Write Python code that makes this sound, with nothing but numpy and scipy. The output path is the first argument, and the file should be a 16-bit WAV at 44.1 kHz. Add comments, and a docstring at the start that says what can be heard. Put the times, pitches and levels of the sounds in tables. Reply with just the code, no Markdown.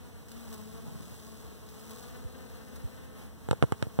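"""A garden bed of yellow flowers, heard close up on a hand-held camera whose two microphone ports make a
wide, hollow stereo. From the start one honeybee's wings buzz close by, more hum farther off, and leaves
rustle softly over the garden's hush. Around one second a soft swish and a puff of air brush the
microphone. At two seconds another bee joins at a higher pitch, and the grip shifts with two low bumps.
Near the end fingers knock on the camera's case."""
import sys
import numpy as np
from scipy import signal
from scipy.fft import rfft, irfft
from scipy.io import wavfile
from scipy.ndimage import map_coordinates

SR = 44100
rng = np.random.default_rng(int(sys.argv[2]) if len(sys.argv) > 2 else 0)


def output_pcm(signal):
    """Save a mono or channel-first signal as 16-bit PCM at the path in sys.argv[1].

    Samples are clipped to [-1, 1] before scaling.
    """
    pcm = np.clip(np.atleast_2d(signal).T, -1, 1) * 32767
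    wavfile.write(sys.argv[1], SR, np.round(pcm).astype(np.int16))


N = 176400


def undb(db):
    """Decibels to gain."""
    return 10 ** (np.asarray(db) / 20)


def seconds():
    """The time of every sample."""
    return np.arange(N) / SR


def curve(rows, column=1):
    """One column of a table, joined by straight lines in time."""
    rows = np.array(rows)
    return np.interp(seconds(), rows[:, 0], rows[:, column])


def colour(points, hz):
    """Gain of a (freq_hz, gain_db) spectrum at the given frequencies."""
    points = np.array(points)
    return undb(np.interp(np.log(np.maximum(hz, 1)), np.log(points[:, 0]), points[:, 1]))


def shaped(x, points):
    """Filter a sound with a (freq_hz, gain_db) spectrum."""
    return irfft(rfft(x, 2 * N) * colour(points, np.fft.rfftfreq(2 * N, 1 / SR)))[:N]


def noise(points):
    """Noise with the given density in dB per Hz."""
    return shaped(rng.standard_normal(N), points) * np.sqrt(SR / 2)


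def unit(x):
    """Scale to rms 1."""
    return x / np.std(x)


def drift(per_s):
    """Smooth random drift with spread near 1."""
    steps = rng.standard_normal(N // 10)
    return map_coordinates(steps, [seconds() * per_s], order=2, mode="wrap")


def late(x, delay_s):
    """Delay a sound, also by fractions of a sample."""
    return map_coordinates(x, [np.arange(N) - delay_s * SR], order=3)


def garden_hush():
    """Faint hiss and rumble, unrelated at the two ports, over a distant rumble that reaches both alike."""
    # garden hush and port noise: freq_hz, density_db_per_hz
    hush_spectrum = [(20, -113), (38, -81), (68, -66.5), (100, -84.5), (180, -76.5), (320, -88), (600, -94),
                     (1300, -97), (2200, -100), (4500, -106), (15000, -108)]
    # distant rumble: freq_hz, density_db_per_hz
    rumble_spectrum = [(25, -100), (72, -65), (160, -76.5), (2000, -115)]
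    swell_db = 2.4
    ports = np.array([noise(hush_spectrum) * undb(swell_db * drift(per_s=16)) for _ in range(2)])
    return ports + noise(rumble_spectrum)


def leaves():
    """Leaves to the left: a fine grainy rustle with a few sharper, crackling ticks."""
    # course of the rustle: time_s, level_db
    rustle_levels = [(0, -76), (.26, -65), (.31, -58.5), (.54, -55), (.62, -55.5), (.8, -59), (1.05, -55),
                     (1.3, -55.5), (1.58, -62), (1.72, -57), (1.95, -53), (2.25, -60.5), (2.8, -61),
                     (3.2, -70), (4, -61.5)]
    # colour of the leaves: freq_hz, gain_db
    leaf_tone = [(200, -1), (1100, 3), (2200, -2), (4000, 0.5), (8000, 0), (12000, -4.5), (15500, -1)]
    # leaf ticks: start_s, level_db
    leaf_ticks = [(0.284, -48), (0.315, -46.5), (0.527, -44.5), (0.540, -48), (1.688, -53), (1.907, -47),
                  (1.984, -51), (2.028, -49), (2.08, -53), (2.758, -51)]
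    grain_db, crackle_db, tick_decay_s, far_port_db = 2.5, 4, .006, -7
    t = seconds()
    envelope = undb(curve(rustle_levels) + grain_db * drift(per_s=600))
    crackle = undb(crackle_db * (drift(per_s=900) - .5))
    for start, db in leaf_ticks:
        envelope += undb(db) * crackle * (t >= start) * np.exp(-np.abs(t - start) / tick_decay_s)
    return envelope * np.array([unit(noise(leaf_tone)), undb(far_port_db) * unit(noise(leaf_tone))])


def swishes():
    """Something brushes softly past the right port: brief, hollow and rough."""
    # soft swishes: peak_s, level_db
    swish_peaks = [(0.885, -51), (1.92, -62)]
    # their colour: freq_hz, gain_db
    swish_tone = [(300, -6), (850, -3), (1900, -41)]
    half_length_s = 0.024
    envelope = sum(undb(db) * np.exp(-((seconds() - peak) / half_length_s) ** 2)
                   for peak, db in swish_peaks)
    return np.array([np.zeros(N), envelope * unit(noise(swish_tone))])


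def air_puffs():
    """Air brushes the left port in soft, low puffs."""
    # air on the microphone: peak_s, half_length_s, level_db
    puff_peaks = [(0.94, 0.16, -44), (1.12, 0.011, -41)]
    # its colour: freq_hz, gain_db
    puff_tone = [(25, -34), (70, -8), (160, 9), (300, -8.5), (2000, -32), (8000, -81)]
    envelope = sum(undb(db) * np.exp(-((seconds() - peak) / half) ** 2) for peak, half, db in puff_peaks)
    return np.array([envelope * unit(noise(puff_tone)), np.zeros(N)])


def grip_bumps():
    """The grip shifts by the right port: short low swells that sag in pitch, with no click."""
    # bumps of the hand on the camera: peak_s, level_db
    bump_peaks = [(2.26, -30), (2.853, -26.5)]
    pitch_at_peak_hz, half_length_s, sag_s = 90, 0.013, 0.025
    bumps = np.zeros(N)
    for peak, db in bump_peaks:
        t = np.clip(seconds() - peak, -.1, .1)
        cycles = pitch_at_peak_hz * sag_s * (1 - np.exp(-t / sag_s))
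        bumps += undb(db) * np.exp(-(t / half_length_s) ** 2) * np.sin(2 * np.pi * cycles)
    return np.array([np.zeros(N), bumps])


def case_ring(t, touch_hz):
    """The case's modes die away, detuned anew at each knock; those above touch_hz are barely excited."""
    # modes of the camera's case: freq_hz, gain_db, t60_s
    case_modes = [(486, -3, 0.02), (789, -1, 0.014), (1220, 3, 0.0061), (1960, -5, 0.0077),
                  (2680, -14, 0.015), (3470, -5.5, 0.0095)]
    detunes = 1 + 0.073 * rng.standard_normal(len(case_modes))
    ring = np.zeros(len(t))
    for (hz, db, t60), detune in zip(case_modes, detunes):
        gain = undb(db) / (1 + (hz / touch_hz) ** 4)
        ring += gain * np.sin(2 * np.pi * hz * detune * t) * np.exp(-np.log(1000) * t / t60)
    return ring


def finger_knocks():
    """Fingers tap by the right port: a click, a ring and a thud that sags; a soft touch is duller."""
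    # knocks: start_s, thud_db, ring_db, click_db, touch_hz (top of the range that the touch excites)
    finger_taps = [(3.4877, -19.5, -26, -29, 890), (3.5111, -10.5, -19, -17.5, 4520),
                   (3.5302, -18.5, -19, -27.5, 590), (3.6253, -8.5, -14, -18.5, 2160),
                   (3.6319, -20.5, -31, -30, 910), (3.6381, -8.5, -24, -33, 860),
                   (3.7220, -14, -18.5, -19, 2550), (3.8255, -14.5, -25.5, -19.5, 5960),
                   (3.8690, -23, -45, -68, 497), (3.9895, -9.5, -19, -30, 850)]
    # colour of the click: freq_hz, gain_db
    click_tone = [(300, 6), (1400, 9.5), (3200, 1), (4800, -12.5), (8000, -6.5), (12000, -22), (16000, -45)]
    thud_floor_hz, max_sag_hz, sag_s, thud_decay_s = 105, 1080, 0.00069, 0.0066
    attack_s, click_s, scrape_s, scrape_db = 0.00043, .00055, 0.012, -22
    knocks, t = np.zeros(2 * N), seconds()[:SR // 10]
    onset = 1 - np.exp(-t / attack_s)
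    grit = unit(noise(click_tone))
    contact = np.exp(-t / click_s) + undb(scrape_db) * np.exp(-t / scrape_s)
    for k, (start, thud_db, ring_db, click_db, touch_hz) in enumerate(finger_taps):
        thud_hz = thud_floor_hz + np.exp(-t / sag_s) / (1 / max_sag_hz + 1 / touch_hz)
        thud = onset * np.sin(2 * np.pi * np.cumsum(thud_hz) / SR) * np.exp(-t / thud_decay_s)
        ring = onset * case_ring(t, touch_hz)
        ring /= np.abs(ring).max()
        click = contact * grit[k * len(t):(k + 1) * len(t)]
        i = int(start * SR)
        knocks[i:i + len(t)] += undb(thud_db) * thud + undb(ring_db) * ring + undb(click_db) * click
    return np.array([np.zeros(N), knocks[:N]])


def wings(hz, db, tone, bright_db=0, jitter=.017):
    """One bee's wingbeat harmonics: the pitch wavers, the overtones flutter and the upper ones rasp."""
    wander, rasp_depth, flutter_db = .004, 0.56, 1.5
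    beat_hz = hz * (1 + wander * drift(per_s=16) + jitter * drift(per_s=120))
    phase = 2 * np.pi * np.cumsum(beat_hz) / SR
    orders = np.arange(1, 19)
    gains = colour(tone, orders * np.mean(hz))
    offsets = rng.uniform(0, 2 * np.pi, len(orders))
    partials = [gain * np.sin(k * phase + offset) for k, gain, offset in zip(orders, gains, offsets)]
    rasp = 1 + rasp_depth * drift(per_s=70)
    overtones = partials[1] + rasp * sum(partials[2:])
    brightness = undb(bright_db + flutter_db * drift(per_s=16))
    return (partials[0] + brightness * overtones) * undb(db) / np.std(sum(partials))


def distant_bees():
    """Four bees farther off, each on its own pitch, fade in and out among the flowers."""
    # course of each bee's hum: time_s, level_db
    hum_levels = [(0, -63.5), (.6, -64.5), (1.5, -61.5), (2.1, -57.5), (2.9, -61), (3.4, -66), (4, -60.5)]
    # strength of the wingbeat's harmonics: freq_hz, gain_db
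    wing_tone = [(230, 2), (460, -0.5), (690, -11), (920, -10.5), (1200, -6), (1600, -14.5), (2200, -31.5),
                 (5000, -14.5)]
    centre_hz, spread, fade_db = 228.7, .075, 2.6
    hum = np.zeros(N)
    for detune in np.linspace(-spread, spread, 4):
        hz = centre_hz * (1 + detune + .02 * drift(per_s=7))
        hum += wings(hz, curve(hum_levels) + fade_db * drift(per_s=7), wing_tone)
    return hum


def second_bee():
    """Another close bee joins midway; its faster wingbeat gives a higher pitch."""
    # its flight: time_s, wingbeat_hz, level_db
    flight = [(1.85, 246.6, -93), (2.1, 246.2, -53.5), (2.3, 259.1, -53), (2.6, 253.5, -57),
              (2.85, 259.2, -55), (3.1, 257, -55), (3.4, 253, -68.5)]
    # strength of the wingbeat's harmonics: freq_hz, gain_db
    wing_tone = [(250, -4.5), (510, -7.5), (770, -18), (1020, -18), (1280, -14.5), (1550, -15), (2200, -23),
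                 (5000, -34)]
    fade_db = 1.3
    return wings(curve(flight), curve(flight, column=2) + fade_db * drift(per_s=7), wing_tone)


def near_bee():
    """A bee hovers close to the microphone; its overtones grow as it turns."""
    # its flight: time_s, wingbeat_hz, level_db, overtone_boost_db
    flight = [(0, 222, -69, -6), (.22, 212, -71, 6), (.32, 225, -47.5, -5.5), (.42, 230, -47.5, -3.5),
              (.59, 215, -42.5, -5), (.68, 216, -46.5, 2), (.77, 227, -50.5, 2), (.88, 222, -52, -1),
              (.98, 218, -50, -1.5), (1.17, 219, -59.5, 4), (1.32, 221, -48, -2), (1.6, 217, -67, 10),
              (1.92, 220, -48.5, 0.5), (2.15, 229, -61.5, 8), (2.5, 226, -64, -17), (2.75, 217, -52.5, -3),
              (3.1, 220, -67.5, 6.5), (4, 220, -56, 4)]
    # strength of the wingbeat's harmonics: freq_hz, gain_db
    wing_tone = [(220, 1), (440, -7.5), (660, -14), (880, -19.5), (1100, -10.5), (1340, -19.5),
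                 (1560, -22.5), (2200, -39), (5000, -30)]
    return wings(curve(flight), curve(flight, column=2), wing_tone,
                 bright_db=curve(flight, column=3), jitter=.007)


def bees():
    """All the bees are off to the left, so their buzz reaches the right port later and weaker."""
    far_port_db = -6.5
    buzz = near_bee() + second_bee() + distant_bees()
    return np.array([buzz, undb(far_port_db) * late(buzz, delay_s=0.00041)])


def scene():
    """The sound at the camera's left and right ports."""
    return bees() + garden_hush() + leaves() + swishes() + air_puffs() + grip_bumps() + finger_knocks()


def record(dry):
    """Each channel is its own port minus a slightly delayed, dulled copy of the other; the top is cut."""
    # share of the other port that each channel subtracts: freq_hz, gain_db
    cross_feed = [(2500, -1), (7000, -1.8), (15000, -3)]
    port_delay_s, top_hz, right_db = 19 / SR, 15800, .6
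    left = dry[0] - shaped(late(dry[1], port_delay_s), cross_feed)
    right = dry[1] - shaped(late(dry[0], port_delay_s), cross_feed)
    top_cut = signal.ellip(10, .2, 70, top_hz, fs=SR, output="sos")
    return signal.sosfilt(top_cut, np.array([left, undb(right_db) * right]))


dry = scene()
out = record(dry)
output_pcm(out)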